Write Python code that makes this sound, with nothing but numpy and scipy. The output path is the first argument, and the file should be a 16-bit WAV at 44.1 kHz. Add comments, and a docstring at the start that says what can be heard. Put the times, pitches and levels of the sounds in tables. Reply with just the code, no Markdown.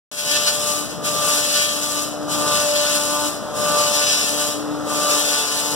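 """In an open shed, a log lathe rounds a post, heard from a phone a few metres away.
Fast spinning knives bite into the slowly turning log and run nearly free once a turn, where it is thin.
Each bite cracks the wood, throws chips and makes the log and frame drone, boom, growl and howl.
The knives hum in the air, and their pitch sags as the motor takes the load.
Behind them the frame rumbles, motors and belts drone, and the shed echoes."""
import sys
import numpy as np
from scipy import signal
from scipy.fft import rfft, irfft
from scipy.io import wavfile
from scipy.ndimage import uniform_filter1d

SR = 44100
rng = np.random.default_rng(int(sys.argv[2]) if len(sys.argv) > 2 else 0)


def output_pcm(signal):
    """Save a mono or channel-first signal as 16-bit PCM at the path in sys.argv[1].

    Samples are clipped to [-1, 1] before scaling.
    """
    pcm = np.clip(np.atleast_2d(signal).T, -1, 1) * 32767
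    wavfile.write(sys.argv[1], SR, np.round(pcm).astype(np.int16))


N = 253575
TIME = np.arange(N) / SR
FREQ = np.fft.rfftfreq(2 * N, 1 / SR)

# The turns of the log. Each row: when the knives catch, length of the cut and time to grip, in seconds;
# motor sag in Hz; then, in dB, crack boost, roar boost, drone level, rumble boost,
# and boosts going into and out of the wood for boom, for growl and for howl.
LOG_TURNS = [(-.24, 1.032, .05, 1.51, -1, -3.5, -43, 1, -2, 1.5, -3, -5, -1, 2.5),
             (1.025, 1.005, .025, 1.65, -1, -2, -47, -0.5, -1.5, 3, -5.5, -11, -1.5, -0.5),
             (2.281, .99, 0.037, 1.9, -1, -.5, -62, 0, 1, 4, -0.5, 4, -1.5, 3),
             (3.536, 0.966, 0.042, 1.85, 0.2, 0.5, -40.5, 0, 4, 0.5, 0, -5, 1, -2.5),
             (4.85, 0.87, 0.076, 1.98, -0.7, .5, -38, -3, -1.5, -6.5, -2, 1.5, 0, -3)]
# The same wood comes round on every turn, thickest in the middle of the cut.
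# Each row: seconds since the catch, crack level in dB, chip spray level in dB.
CUT_LEVELS = [(0, -32.5, -24), (.16, -25.5, -22.5), (.29, -22, -20), (.39, -23.5, -20), (.58, -19, -20.5),
              (.82, -27.5, -22.5), (.97, -27.5, -22)]
# Patches of harder or softer wood.
# Each row: middle and length in seconds, then boosts in dB for crack, chip spray and boom.
WOOD_PATCHES = [(0.364, 0.034, 5, 0, 2.5), (0.493, 0.063, 6, 1, -0.5), (0.921, 0.068, 7, 6, -6),
                (1.084, 0.055, 7, 2.5, 2), (1.301, 0.084, -1, 4, -2.5), (1.627, 0.16, 0.5, 0.5, -0.5),
                (1.88, 0.26, -0.5, -1.5, -8.5), (2.334, .05, 6, 2, -4), (2.565, 0.027, 3, 1, 0),
                (2.74, 0.23, -0.5, -2.5, 6.5), (2.96, 0.04, 2, 3.5, 0), (4.195, 0.12, 0, 0, -12.5),
                (5.45, 0.11, -3, -1, -14)]
# The tone of cracking wood and of flying chips. Each row: frequency in Hz, level in dB.
CRACK_SPECTRUM = [(200, -53), (900, -5.5), (1450, -0.5), (1800, -2), (2100, -9.5), (2600, 1), (3500, -0.5),
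                  (5300, 2.5), (7200, -1.5), (10000, -12), (16000, -34)]
SPRAY_SPECTRUM = [(200, -46), (1000, -18), (2500, -10), (5000, -4), (7500, 0.5), (10000, -1.5), (12500, -8),
                  (15500, -14)]
# The log chatters as the knives enter and again as they leave.
# Each row: seconds since the catch, then boom, growl and howl levels in dB.
CHATTER_LEVELS = [(0, -36.5, -47.5, -38), (.06, -29.5, -37, -30.5), (.26, -25, -34, -24.5),
                  (.39, -29, -37.5, -37), (.58, -30, -40, -37), (.75, -30, -39.5, -37.5),
                  (.96, -29.5, -35, -32.5), (1.06, -40.5, -56, -40.5), (1.17, -35.5, -48.5, -66),
                  (1.26, -34.5, -46.5, -39)]
# The growl's overtones. Each row: multiple of the rate of deep bites, level in dB.
GROWL_OVERTONES = [(1, -16.5), (5, -10.5), (6, 0), (7, -3), (9, -8), (10, -4)]
# The knives' hum as the phone moves round the machine. Each row: time in seconds, relative level in dB.
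HUM_LEVELS = [(0.3, -44), (0.54, -57), (0.75, -39), (1.71, -43), (2.41, -34), (2.61, -42), (3.27, -35.5),
              (3.44, -47), (4.28, -42), (4.76, -30.5), (5.41, -41), (5.75, -36)]
# The frame shakes most just after the catch.
# Each row: seconds since the catch, roar level in dB, rumble level in dB.
SHAKE_LEVELS = [(0, -31, -35.5), (.22, -28, -37.5), (.45, -33.5, -42), (.8, -33.5, -42), (1.2, -31, -38.5)]
# The tone of the frame's roar and of its low rumble. Each row: frequency in Hz, level in dB.
ROAR_SPECTRUM = [(150, -45), (330, -7.5), (480, 3), (700, 0), (950, -4.5), (1300, -1), (1700, -11),
                 (2500, -20.5), (6000, -19), (15000, -50)]
RUMBLE_SPECTRUM = [(25, -44), (50, -13), (75, -14.5), (110, -4.5), (160, 2), (240, 1), (400, -6.5),
                   (900, -33)]
# The steady tones of motors and belts. Each row: pitch in Hz, level in dB.
MOTOR_TONES = [(74, -60.5), (226, -51), (247, -54), (678, -45.5)]
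# The phone's body shades its far microphone. Each row: frequency in Hz, gain in dB.
FAR_MIC_SHADOW = [(2000, -3), (6000, -5), (7500, -2.5), (9500, -12), (13000, -4), (15500, -10)]
# How much of the other microphone is taken away to widen the sound. Each row: frequency in Hz, gain in dB.
WIDENING = [(100, -5.5), (2200, 0.5), (4400, -0.5), (6600, -7), (9000, -28.5), (12000, -37)]
# The phone lifts the bass after widening. Each row: frequency in Hz, gain in dB.
BASS_LIFT = [(25, 5), (60, 10.5), (150, 8), (300, 4), (600, -0.98), (1100, -2), (1500, -2), (2000, -0.5)]


def cutting(passes):
    """Each bite cracks and tears wood; chips spray against the steel. `passes` counts the knife passes."""
    crack_db, spray_db = every_turn(CUT_LEVELS)
    patch_crack_db, patch_spray_db, _ = wood_patches()
    crack_db = knife_grip(crack_db + this_turn()["crack_db"], skimming_db=-42) + patch_crack_db
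    spray_db = knife_grip(spray_db, skimming_db=-41.5) + patch_spray_db
    after_bite = np.exp(-(passes % 1) / 0.9)
    knots = gain(1.04 * wobble(45))
    rasp = changing_wood(bites(passes), rate=22, t60=.04)
    # the deeper the cut, the more the pitched rasp stands out of the tearing
    rasp *= gain(0.055 * (crack_db - np.median(crack_db)))
    tearing = smear(after_bite * clicks(rate=9000, spread_db=3.0), t60=0.038)
    crack = normalize(filtered(rasp + gain(-5.5) * tearing, response(CRACK_SPECTRUM)))
    chips = smear((after_bite + 1.4) * clicks(rate=7000, spread_db=1.5), t60=0.0057)
    spray = normalize(filtered(chips, response(SPRAY_SPECTRUM)))
    near, far = knots * (gain(crack_db) * crack + gain(spray_db) * spray)
    return np.array([near, filtered(far, response(FAR_MIC_SHADOW))])


def bites(passes, uneven_db=1.6, shallow_share=.72, jitter_s=.000013):
    """One sharp pulse per knife; every second knife cuts less deep."""
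    knife = np.arange(1, int(passes[-1]))
    timing, strength = rng.standard_normal((len(knife), 2)).T
    at = (np.interp(knife, passes, TIME) + jitter_s * timing) * SR
    size = gain(uneven_db * strength) * np.where(knife % 2, shallow_share, 1)
    nearby = at.astype(int)[:, None] + np.arange(-5, 7)
    pulses = size[:, None] * np.sinc(nearby - at[:, None])  # lets a pulse fall between samples
    return np.bincount(np.clip(nearby, 0, N - 1).ravel(), pulses.ravel(), N)


def knife_rate(free_deep_bite_hz=149.08, load_s=1.16):
    """Knife passes per second: the motor sags under the load of each cut, then recovers."""
    turn = this_turn()
    progress = np.minimum(turn["age"] / load_s, 1)
    load = np.abs(np.sin(np.pi * progress)) ** .8
    return 2 * eased(free_deep_bite_hz - turn["sag_hz"] * load)  # two passes per deep bite


def knife_grip(cutting_db, skimming_db, release_s=0.15):
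    """Level in dB as the knives grip quickly, hold through the cut, then only skim the log."""
    turn = this_turn()
    entering = (turn["age"] / turn["grip_s"]) ** 0.62
    leaving = 1 - (turn["age"] - turn["cut_s"]) / release_s
    grip = np.clip(np.minimum(entering, leaving), 0, 1)
    return eased(skimming_db + grip * (cutting_db - skimming_db))


def wood_patches():
    """Each patch of wood is one smooth swell or dip of crack, spray and boom, in dB."""
    return sum(np.outer(boosts_db, .5 ** ((2 * (TIME - middle) / length) ** 2))
               for middle, length, *boosts_db in WOOD_PATCHES)


def changing_wood(pulses, rate, t60, paths=4):
    """The knives keep meeting new wood, so echo paths blend and the rasp's overtones come and go."""
    shares = np.array([[wobble(rate), wobble(rate)] for _ in range(paths)])
    shares /= np.sqrt(np.sum(shares ** 2, axis=0) + .1)
    return normalize(np.sum([share * smear(pulses, t60) for share in shares], axis=0))


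def cutter_tones(passes):
    """The knives hum; deep and shallow bites take turns and make the log and frame sound low tones."""
    hum_db = np.interp(TIME, *np.transpose(HUM_LEVELS)) + 2
    drone_db = knife_grip(this_turn()["drone_db"], skimming_db=-46)
    boom_db, growl_db, howl_db = chatter()
    _, _, patch_boom_db = wood_patches()
    deep_bites = passes / 2
    hum = gain(hum_db) * overtone(deep_bites, 2, waver_db=2.4, drift=.14)
    drone = overtone(deep_bites, 3, waver_db=.8, drift=.22)
    drone += gain(-5) * overtone(deep_bites, 5, waver_db=1.1, drift=.22)
    boom = gain(boom_db + patch_boom_db) * overtone(deep_bites, 4, waver_db=.8, drift=.25)
    howl = gain(howl_db) * overtone(deep_bites, 8, waver_db=1.6, drift=.4)
    growl = sum(gain(db) * overtone(deep_bites, round(multiple), waver_db=1.1, drift=.28)
                for multiple, db in GROWL_OVERTONES)
    return hum + gain(drone_db) * drone + boom + howl + gain(growl_db) * growl


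def overtone(cycles, multiple, waver_db, drift):
    """One overtone of the bites; it wavers as new wood turns under the knives."""
    level = np.sqrt(2) * gain(waver_db * wobble(20))
    return level * np.cos(2 * np.pi * multiple * cycles + drift * wobble(20))


def chatter(entry_s=0.44, exit_s=0.84):
    """Boom, growl and howl in dB: the log chatters harder or softer on each way in and out."""
    turn = this_turn()
    leaving = np.clip((turn["age"] - entry_s) / (exit_s - entry_s), 0, 1)
    return [eased(db + (1 - leaving) * turn[name + "_in"] + leaving * turn[name + "_out"])
            for name, db in zip(("boom", "growl", "howl"), every_turn(CHATTER_LEVELS))]


def frame_shaking():
    """Splinters knock on log and steel and the frame rumbles: one direct signal, one from all around."""
    turn = this_turn()
    roar_db, rumble_db = every_turn(SHAKE_LEVELS)
    roar = normalize(filtered(clicks(rate=3000, spread_db=2.0), response(ROAR_SPECTRUM)))
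    rumble = normalize(filtered(clicks(rate=900, spread_db=2.0), response(RUMBLE_SPECTRUM)))
    roar *= gain(eased(roar_db + turn["roar_db"]))
    rumble *= gain(eased(rumble_db + turn["rumble_db"]))
    return roar + rumble


def motors():
    """Motors and belts drone on, slightly unsteady."""
    return sum(gain(db + .55 * wobble(13)) * np.sqrt(2) * np.sin(2 * np.pi * hz * TIME + .5 * wobble(6))
               for hz, db in MOTOR_TONES)


def this_turn():
    """The current turn's settings at every sample; "age" is the seconds since the knives caught."""
    rows = np.array(LOG_TURNS)
    start, *columns = rows[np.searchsorted(rows[:, 0], TIME, side="right") - 1].T
    names = ("cut_s grip_s sag_hz crack_db roar_db drone_db rumble_db "
             "boom_in boom_out growl_in growl_out howl_in howl_out").split()
    return dict(zip(names, columns), age=TIME - start)


def every_turn(table):
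    """Play a table's level curves again on every turn of the log."""
    seconds, *columns = np.transpose(table)
    age = this_turn()["age"]
    return [np.interp(age, seconds, column) for column in columns]


def clicks(rate, spread_db):
    """Two streams of random clicks of very unequal size, about `rate` a second."""
    hit = rng.random((2, N)) < rate / SR
    size = gain(spread_db * np.minimum(rng.exponential(size=(2, N)), 5))
    return normalize(hit * rng.choice([-1, 1], (2, N)) * size)


def smear(x, t60):
    """Echoes spread a sound over about t60 seconds and keep its tone; one signal per microphone."""
    echoes = rfft(rng.standard_normal((2, N)) * gain(-60 * TIME / t60), 2 * N)
    return normalize(filtered(x, echoes / np.abs(echoes)))


def wobble(rate):
    """A smooth random curve, about 1 in size, that takes a new value `rate` times a second."""
    hold = int(SR / rate)
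    steps = np.repeat(rng.standard_normal(N // hold + 1), hold)
    return np.sqrt(2) * uniform_filter1d(uniform_filter1d(steps, hold), hold)[:N]


def eased(x):
    """Round off a curve's corners over 20 ms."""
    return uniform_filter1d(x, size=SR // 50)


def gain(db):
    """Turn decibels into a multiplier."""
    return 10 ** (np.asarray(db) / 20)


def normalize(x):
    """Scale to an average (rms) level of 1."""
    return x / np.sqrt(np.mean(x ** 2))


def response(points):
    """Gain at every frequency from (Hz, dB) points."""
    hz, db = np.transpose(points)
    return gain(np.interp(np.log(FREQ + 1), np.log(hz), db))


def delay(seconds):
    """A response that makes a sound arrive later."""
    return np.exp(-2j * np.pi * FREQ * seconds)


def filtered(x, gains):
    """Give each frequency its own gain."""
    return irfft(rfft(x, 2 * N) * gains)[..., :N]


def scene():
    """Low tones reach both microphones nearly in step, cracks and chips do not; the shed adds its echo."""
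    passes = np.cumsum(knife_rate()) / SR
    shaking, all_around = frame_shaking()
    low_near = cutter_tones(passes) + motors() + shaking
    low_far = 0.36 * filtered(low_near, delay(.00001)) + gain(-13.5) * all_around
    cut = cutting(passes)
    shed_echo = gain(-19.5) * np.std(cut) * smear(cut + shaking, t60=0.62)
    return np.array([low_near, low_far]) + cut + shed_echo


def record(dry, start_s=.115, fade_s=0.2, fade_from_db=-12.5, top_hz=15850):
    """The phone widens the sound, lifts the bass, starts abruptly, fades up and cuts the top treble."""
    other_mic = filtered(dry[::-1], response(WIDENING) * delay(.000453))
    wide = filtered(dry - other_mic, response(BASS_LIFT))
    fade = gain(fade_from_db * np.clip(1 - (TIME - start_s) / fade_s, 0, 1)) * (TIME > start_s)
    treble_cut = signal.ellip(10, .1, 80, top_hz, fs=SR, output="sos")
    return signal.sosfilt(treble_cut, wide * fade)


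dry = scene()
out = record(dry)
output_pcm(out)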